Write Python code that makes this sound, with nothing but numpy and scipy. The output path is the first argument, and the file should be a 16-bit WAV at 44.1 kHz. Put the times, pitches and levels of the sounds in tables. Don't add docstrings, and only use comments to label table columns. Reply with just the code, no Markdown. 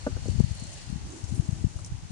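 import sys
import numpy as np
from scipy import signal
from scipy.fft import rfft, irfft, next_fast_len
from scipy.io import wavfile

SR = 44100
rng = np.random.default_rng(int(sys.argv[2]) if len(sys.argv) > 2 else 0)


def transcribe(signal):
    frames = np.atleast_2d(signal).T
    limited = np.clip(frames, -1, 1)
    pcm = np.round(limited * 32767).astype(np.int16)
    wavfile.write(sys.argv[1], SR, pcm)


N = 93227
T = np.arange(N) / SR


def from_db(db):
    return 10 ** (np.asarray(db) / 20)


def rms_one(x):
    return x / np.sqrt(np.mean(x ** 2) + 1e-20)


def in_time(rows):
    s, *columns = np.transpose(rows)
    return [np.interp(T, s, c) for c in columns]


def at_hz(points, hz):
    f, v = np.transpose(points)
    return np.interp(np.log(hz + 1), np.log(f), v)


def filtered(x, gain_at):
    size = next_fast_len(N + 4096)
    hz = np.arange(size // 2 + 1) * SR / size
    return irfft(rfft(x, size) * gain_at(hz), size)[..., :N]


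def coloured(x, colour):
    low, high = colour[0][0], colour[-1][0]

    def gain_at(f):
        skirts = np.minimum(f / low, 1) ** 2 / np.maximum(f / high, 1) ** 8
        return from_db(at_hz(colour, f)) * skirts
    return rms_one(filtered(x, gain_at))


def pan(db):
    return from_db([[db / 2], [-db / 2]])


def drift(rate_hz):
    r = np.exp(-2 * np.pi * rate_hz / SR)
    noise = rng.standard_normal(2 * N)
    return rms_one(signal.lfilter([1], [1, -2 * r, r * r], noise)[N:])


# (frequency [Hz], relative level [dB])
AIR_COLOUR = [(100, 0), (350, 0), (560, -6), (820, 3), (1150, -1.5), (1900, -4), (2400, -4.5), (2950, -3.5),
              (3600, -6), (6500, -3), (10500, -13.5)]
# (time [s], level [dB])
AIR_LEVEL = [(0, -49), (.5, -51.5), (.78, -52.5), (.95, -50.5), (1.4, -51), (1.8, -53), (2.1, -52.5)]
# (frequency [Hz], correlation [-1 to 1])
AIR_LIKENESS = [(100, 0.054), (500, .5), (1100, -0.26), (2400, 0.3), (5000, -0.22), (10000, -0.17)]


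def garden():
    def alike(f):
        return np.clip(at_hz(AIR_LIKENESS, f), -1, 1)
    mid = filtered(rng.standard_normal(N), lambda f: np.sqrt(1 + alike(f)))
    side = filtered(rng.standard_normal(N), lambda f: np.sqrt(1 - alike(f)))
    hiss = coloured(np.array([mid + side, mid - side]), AIR_COLOUR)
    return from_db(in_time(AIR_LEVEL)[0]) * hiss


# (time [s], pitch [Hz], level before panning [dB])
TRILL = [(0, 4330, -57), (.2, 4400, -62), (.28, 4370, -54), (.38, 4480, -61), (.46, 4400, -56),
         (.52, 4346, -61), (.62, 4270, -51.5), (.72, 4270, -60), (.95, 4250, -63), (1.15, 4300, -76),
         (2.1, 4300, -89)]
TRILL_WIDTH_HZ, TRILL_PAN_DB = 140, -1.5


def insect():
    hz, db = in_time(TRILL)
    carrier = np.exp(2j * np.pi * np.cumsum(hz) / SR)
    sides = []
    for _ in range(2):
        flutter = drift(TRILL_WIDTH_HZ) + 1j * drift(TRILL_WIDTH_HZ)
        sides.append(np.real(carrier * flutter))
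    return pan(TRILL_PAN_DB) * from_db(db) * np.array(sides)


# (frequency [Hz], relative level [dB])
WIND_COLOUR = [(20, -19.5), (40, -5.5), (75, 4), (120, -0.5), (200, -11.5), (300, -22), (450, -37.5),
               (800, -64.5)]
EDDY_LEAN = 0.083


def port_wind(eddies, turbulence):
    out = from_db(in_time(turbulence)[0]) * coloured(rng.standard_normal(N), WIND_COLOUR)
    for s, db, hz in eddies:
        u = np.clip((T - s) * np.sqrt(2) * np.pi * hz, -10, 10)
        out += from_db(db) * (u * u - 1 + EDDY_LEAN * u) * np.exp(-u * u / 2)
    return out


# (time [s], depth of the dip [dB], pitch [Hz])
EDDIES_LEFT = [(.128, -20, 67), (.162, -21.5, 75), (.2865, -17.5, 298), (.297, -14, 101), (.358, -13.5, 96),
               (.390, -15, 72), (.3975, -18.5, 188), (.4027, -15, 315), (.407, -4, 126), (.444, -12, 107),
               (.515, -18, 105), (.624, -23.5, 148), (.654, -30, 157), (.903, -21.5, 146),
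               (.929, -17.5, 135), (.961, -18.5, 132), (1.242, -18.5, 90.5), (1.326, -16, 136),
               (1.380, -24, 202), (1.399, -8, 100), (1.492, -11.5, 113.4), (1.531, -15.5, 105),
               (1.644, -14.5, 200), (1.650, -9.5, 89), (1.669, -16.5, 124), (1.763, -20, 70.5),
               (1.820, -27, 77.6), (1.947, -23, 86), (2.055, -27, 99), (2.108, -25, 133)]
EDDIES_RIGHT = [(1.027, -43, 110), (1.075, -32, 131), (1.567, -30, 130), (1.643, -35, 59.3),
                (1.924, -19.5, 86), (2.036, -28, 97)]
# (time [s], level [dB])
WIND_LEFT = [(0, -41), (.12, -31.5), (.22, -35), (.31, -26), (.42, -27.5), (.56, -39), (.8, -42.5),
             (.95, -31), (1.17, -47.5), (1.36, -30.5), (1.45, -41.5), (1.6, -30.5), (1.72, -42.5),
             (1.86, -37), (2.1, -43)]
WIND_RIGHT = [(0, -47), (.15, -40), (.4, -49), (.7, -41), (.9, -49), (1.06, -36.5), (1.2, -54),
              (1.45, -51.5), (1.6, -46), (1.72, -50.5), (1.84, -39.5), (2.1, -55)]
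# (time [s], level [dB])
RUSH_LEVEL = [(0, -69), (.95, -63), (1.08, -49), (1.16, -44.5), (1.27, -57), (1.39, -47), (1.55, -53),
              (1.75, -61), (2.1, -63.5)]
# (frequency [Hz], relative level [dB])
RUSH_COLOUR = [(100, -19), (230, -3), (320, 3.5), (410, -5.5), (540, -25), (1000, -41)]


def wind():
    shared = rng.standard_normal(N)
    rush = coloured(rng.standard_normal((2, N)) + shared, RUSH_COLOUR)
    left = port_wind(EDDIES_LEFT, WIND_LEFT)
    right = port_wind(EDDIES_RIGHT, WIND_RIGHT)
    return np.array([left, right]) + from_db(in_time(RUSH_LEVEL)[0]) * rush


# (time [s], level [dB])
BRUSH_LEVEL = [(0, -63.5), (.3, -56.5), (.5, -54.5), (.65, -55.5), (.8, -51), (.9, -57.5), (1.1, -72.5),
               (2.1, -80)]
# (frequency [Hz], relative level [dB])
BRUSH_COLOUR = [(1200, -23.5), (1650, -6), (1930, -1), (2250, -9), (2950, -1), (3700, -7), (5000, -2.5)]


def vines():
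    return from_db(in_time(BRUSH_LEVEL)[0]) * coloured(rng.standard_normal((2, N)), BRUSH_COLOUR)


# (time [s], strength of the push [dB], contact hardness [Hz])
KNOCKS = [(0.066, -24.5, 1520), (0.0694, -19, 1060), (0.0781, -32.5, 600), (0.167, -32.5, 330),
          (.181, -43, 400), (0.2572, -30, 550)]
# (frequency [Hz], relative level [dB], decay by 60 dB [s])
TUB_MODES = [(220, -3, 0.042), (270, -8, 0.1), (368.4, -12, .12), (482, -2.5, 0.048), (590, -1.5, 0.036),
             (730, -28, .025), (860, -19, 0.011), (1180, -12.5, 0.058), (1347, -11, .06), (1510, -4, 0.051),
             (1685, -27, 0.24)]
# (frequency [Hz], relative level [dB])
THUD_COLOUR = [(170, -3), (300, 6), (580, 17), (800, -10), (1000, -32), (1350, -8), (1700, -3)]
THUD_DB, THUD_DECAY_S = -8, 0.0045
TUB_LAG_S, TUB_PAN_DB, TUB_TOP_HZ = 0.00021, 1.5, 1500


def tub():
    force = np.zeros(N)
    for s, db, hz in KNOCKS:
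        age = np.maximum(T - s, 0)
        u = np.minimum(age * 2 * np.pi * hz, 40)
        push = u * np.exp(-u)
        force += from_db(db) * push / push.sum()
    thud = coloured(rng.standard_normal(N), THUD_COLOUR) * np.exp(-T / THUD_DECAY_S)
    out = from_db(THUD_DB) * signal.fftconvolve(force, thud)[:N]
    for hz, db, t60 in TUB_MODES:
        r = from_db(-60 / (t60 * SR))
        w = 2 * np.pi * hz / SR
        ring = signal.lfilter([1, -r * np.cos(w)], [1, -2 * r * np.cos(w), r * r], force + 1e-18)
        out += from_db(db) * ring
    out = signal.sosfilt(signal.butter(2, TUB_TOP_HZ, fs=SR, output="sos"), out)
    later = np.interp(T - TUB_LAG_S, T, out)
    return pan(TUB_PAN_DB) * np.array([out, later])


# (time [s], level before the envelope [dB], pitch [Hz], decay [s], bandwidth [share of the pitch])
BURSTS = [(0.122, -45, 1180, 0.0023, .5), (.166, -35, 390, 0.0064, 0.47), (.168, -45, 1290, 0.0035, 0.27),
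          (.280, -38, 6700, 0.0045, 0.23), (0.397, -40.5, 6500, 0.0037, 0.75), (.4, -40, 890, 0.0038, 0.28),
          (0.55, -40, 7500, 0.0033, 0.82), (0.597, -40, 7000, .004, 0.8), (0.636, -40.5, 7000, 0.0047, .35),
          (0.669, -40, 6500, 0.0032, 0.55), (0.736, -41, 7500, 0.0051, .5),
          (0.901, -39.5, 8000, 0.0018, 0.69), (0.949, -46, 8000, 0.0016, 0.43),
          (1.121, -42, 6660, 0.004, 0.33), (1.24, -41, 6500, 0.005, .5), (1.345, -50, 9200, 0.044, 0.23),
          (1.79, -41.5, 1220, 0.0022, .35), (1.8463, -34, 6140, 0.0033, 0.21),
          (1.847, -32.5, 7400, 0.0016, 0.56), (1.86, -42.5, 7800, 0.0071, .6)]
CRACK_DB, BURST_ATTACK_S = -4, 0.001


def snaps_and_buffet_edge():
    out = np.zeros((2, N))
    for s, db, hz, length, width in BURSTS:
        band = [hz / (1 + width / 2), min(hz * (1 + width / 2), SR / 2 - 1)]
        body = signal.butter(2, band, "band", fs=SR, output="sos")
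        crack = signal.sosfilt(body, signal.unit_impulse(N, int(s * SR)) + 1e-18)
        crack = from_db(CRACK_DB) * crack / np.abs(crack).max()
        burst = rms_one(signal.sosfilt(body, rng.standard_normal((2, N))))
        age = np.maximum(T - s, 0)
        envelope = (1 - np.exp(-age / BURST_ATTACK_S)) * np.exp(-age / length)
        out += from_db(db) * (crack + burst * envelope)
    return out


# (time [s], rustle level before clumping and panning [dB])
DIGGING = [(0.0, -56), (0.15, -59.5), (0.32, -49.5), (0.33, -54.5), (0.79, -49.5), (0.82, -53), (0.99, -63),
           (1.1, -53), (1.34, -53), (1.75, -57), (1.8, -52.5), (1.83, -59), (1.85, -53), (1.86, -54),
           (1.87, -49.5), (1.89, -67), (2.09, -65), (2.11, -53)]
# (frequency [Hz], relative level [dB])
RUSTLE_COLOUR = [(600, 5), (1500, -16), (3000, -16.5), (4000, -5), (5200, -7.5), (6700, 0), (8200, -3),
                 (10500, -10)]
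RUSTLE_PAN_DB = 1.8
CRUMBS_PER_S, CRUMB_SPREAD_DB, CRUMB_CLUMP_DB = 7000, 3.5, 1.8


def mulch():
    size_db = CRUMB_SPREAD_DB * np.minimum(rng.exponential(1, (2, N)), 5)
    sizes = from_db(size_db) * rng.choice([-1, 1], (2, N))
    clicks = sizes * (rng.random((2, N)) < CRUMBS_PER_S / SR)
    level_db = in_time(DIGGING)[0] + CRUMB_CLUMP_DB * drift(50)
    return pan(RUSTLE_PAN_DB) * from_db(level_db) * coloured(clicks, RUSTLE_COLOUR)


def scene():
    return garden() + insect() + wind() + vines() + tub() + snaps_and_buffet_edge() + mulch()


# (frequency [Hz], left port's gain and right port's loss [dB])
PORT_TILT = [(100, 0.5), (1200, -0.5), (3200, .5), (4400, 1), (5800, 3), (7500, 0.5), (10500, -2)]
CUTOFF_HZ = 10650


def record(dry):
    def gain_at(f):
        tilt = from_db(at_hz(PORT_TILT, f) * np.array([[1], [-1]]))
        return tilt / np.sqrt(1 + (f / CUTOFF_HZ) ** 300)
    return filtered(dry, gain_at)


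dry = scene()
out = record(dry)
transcribe(out)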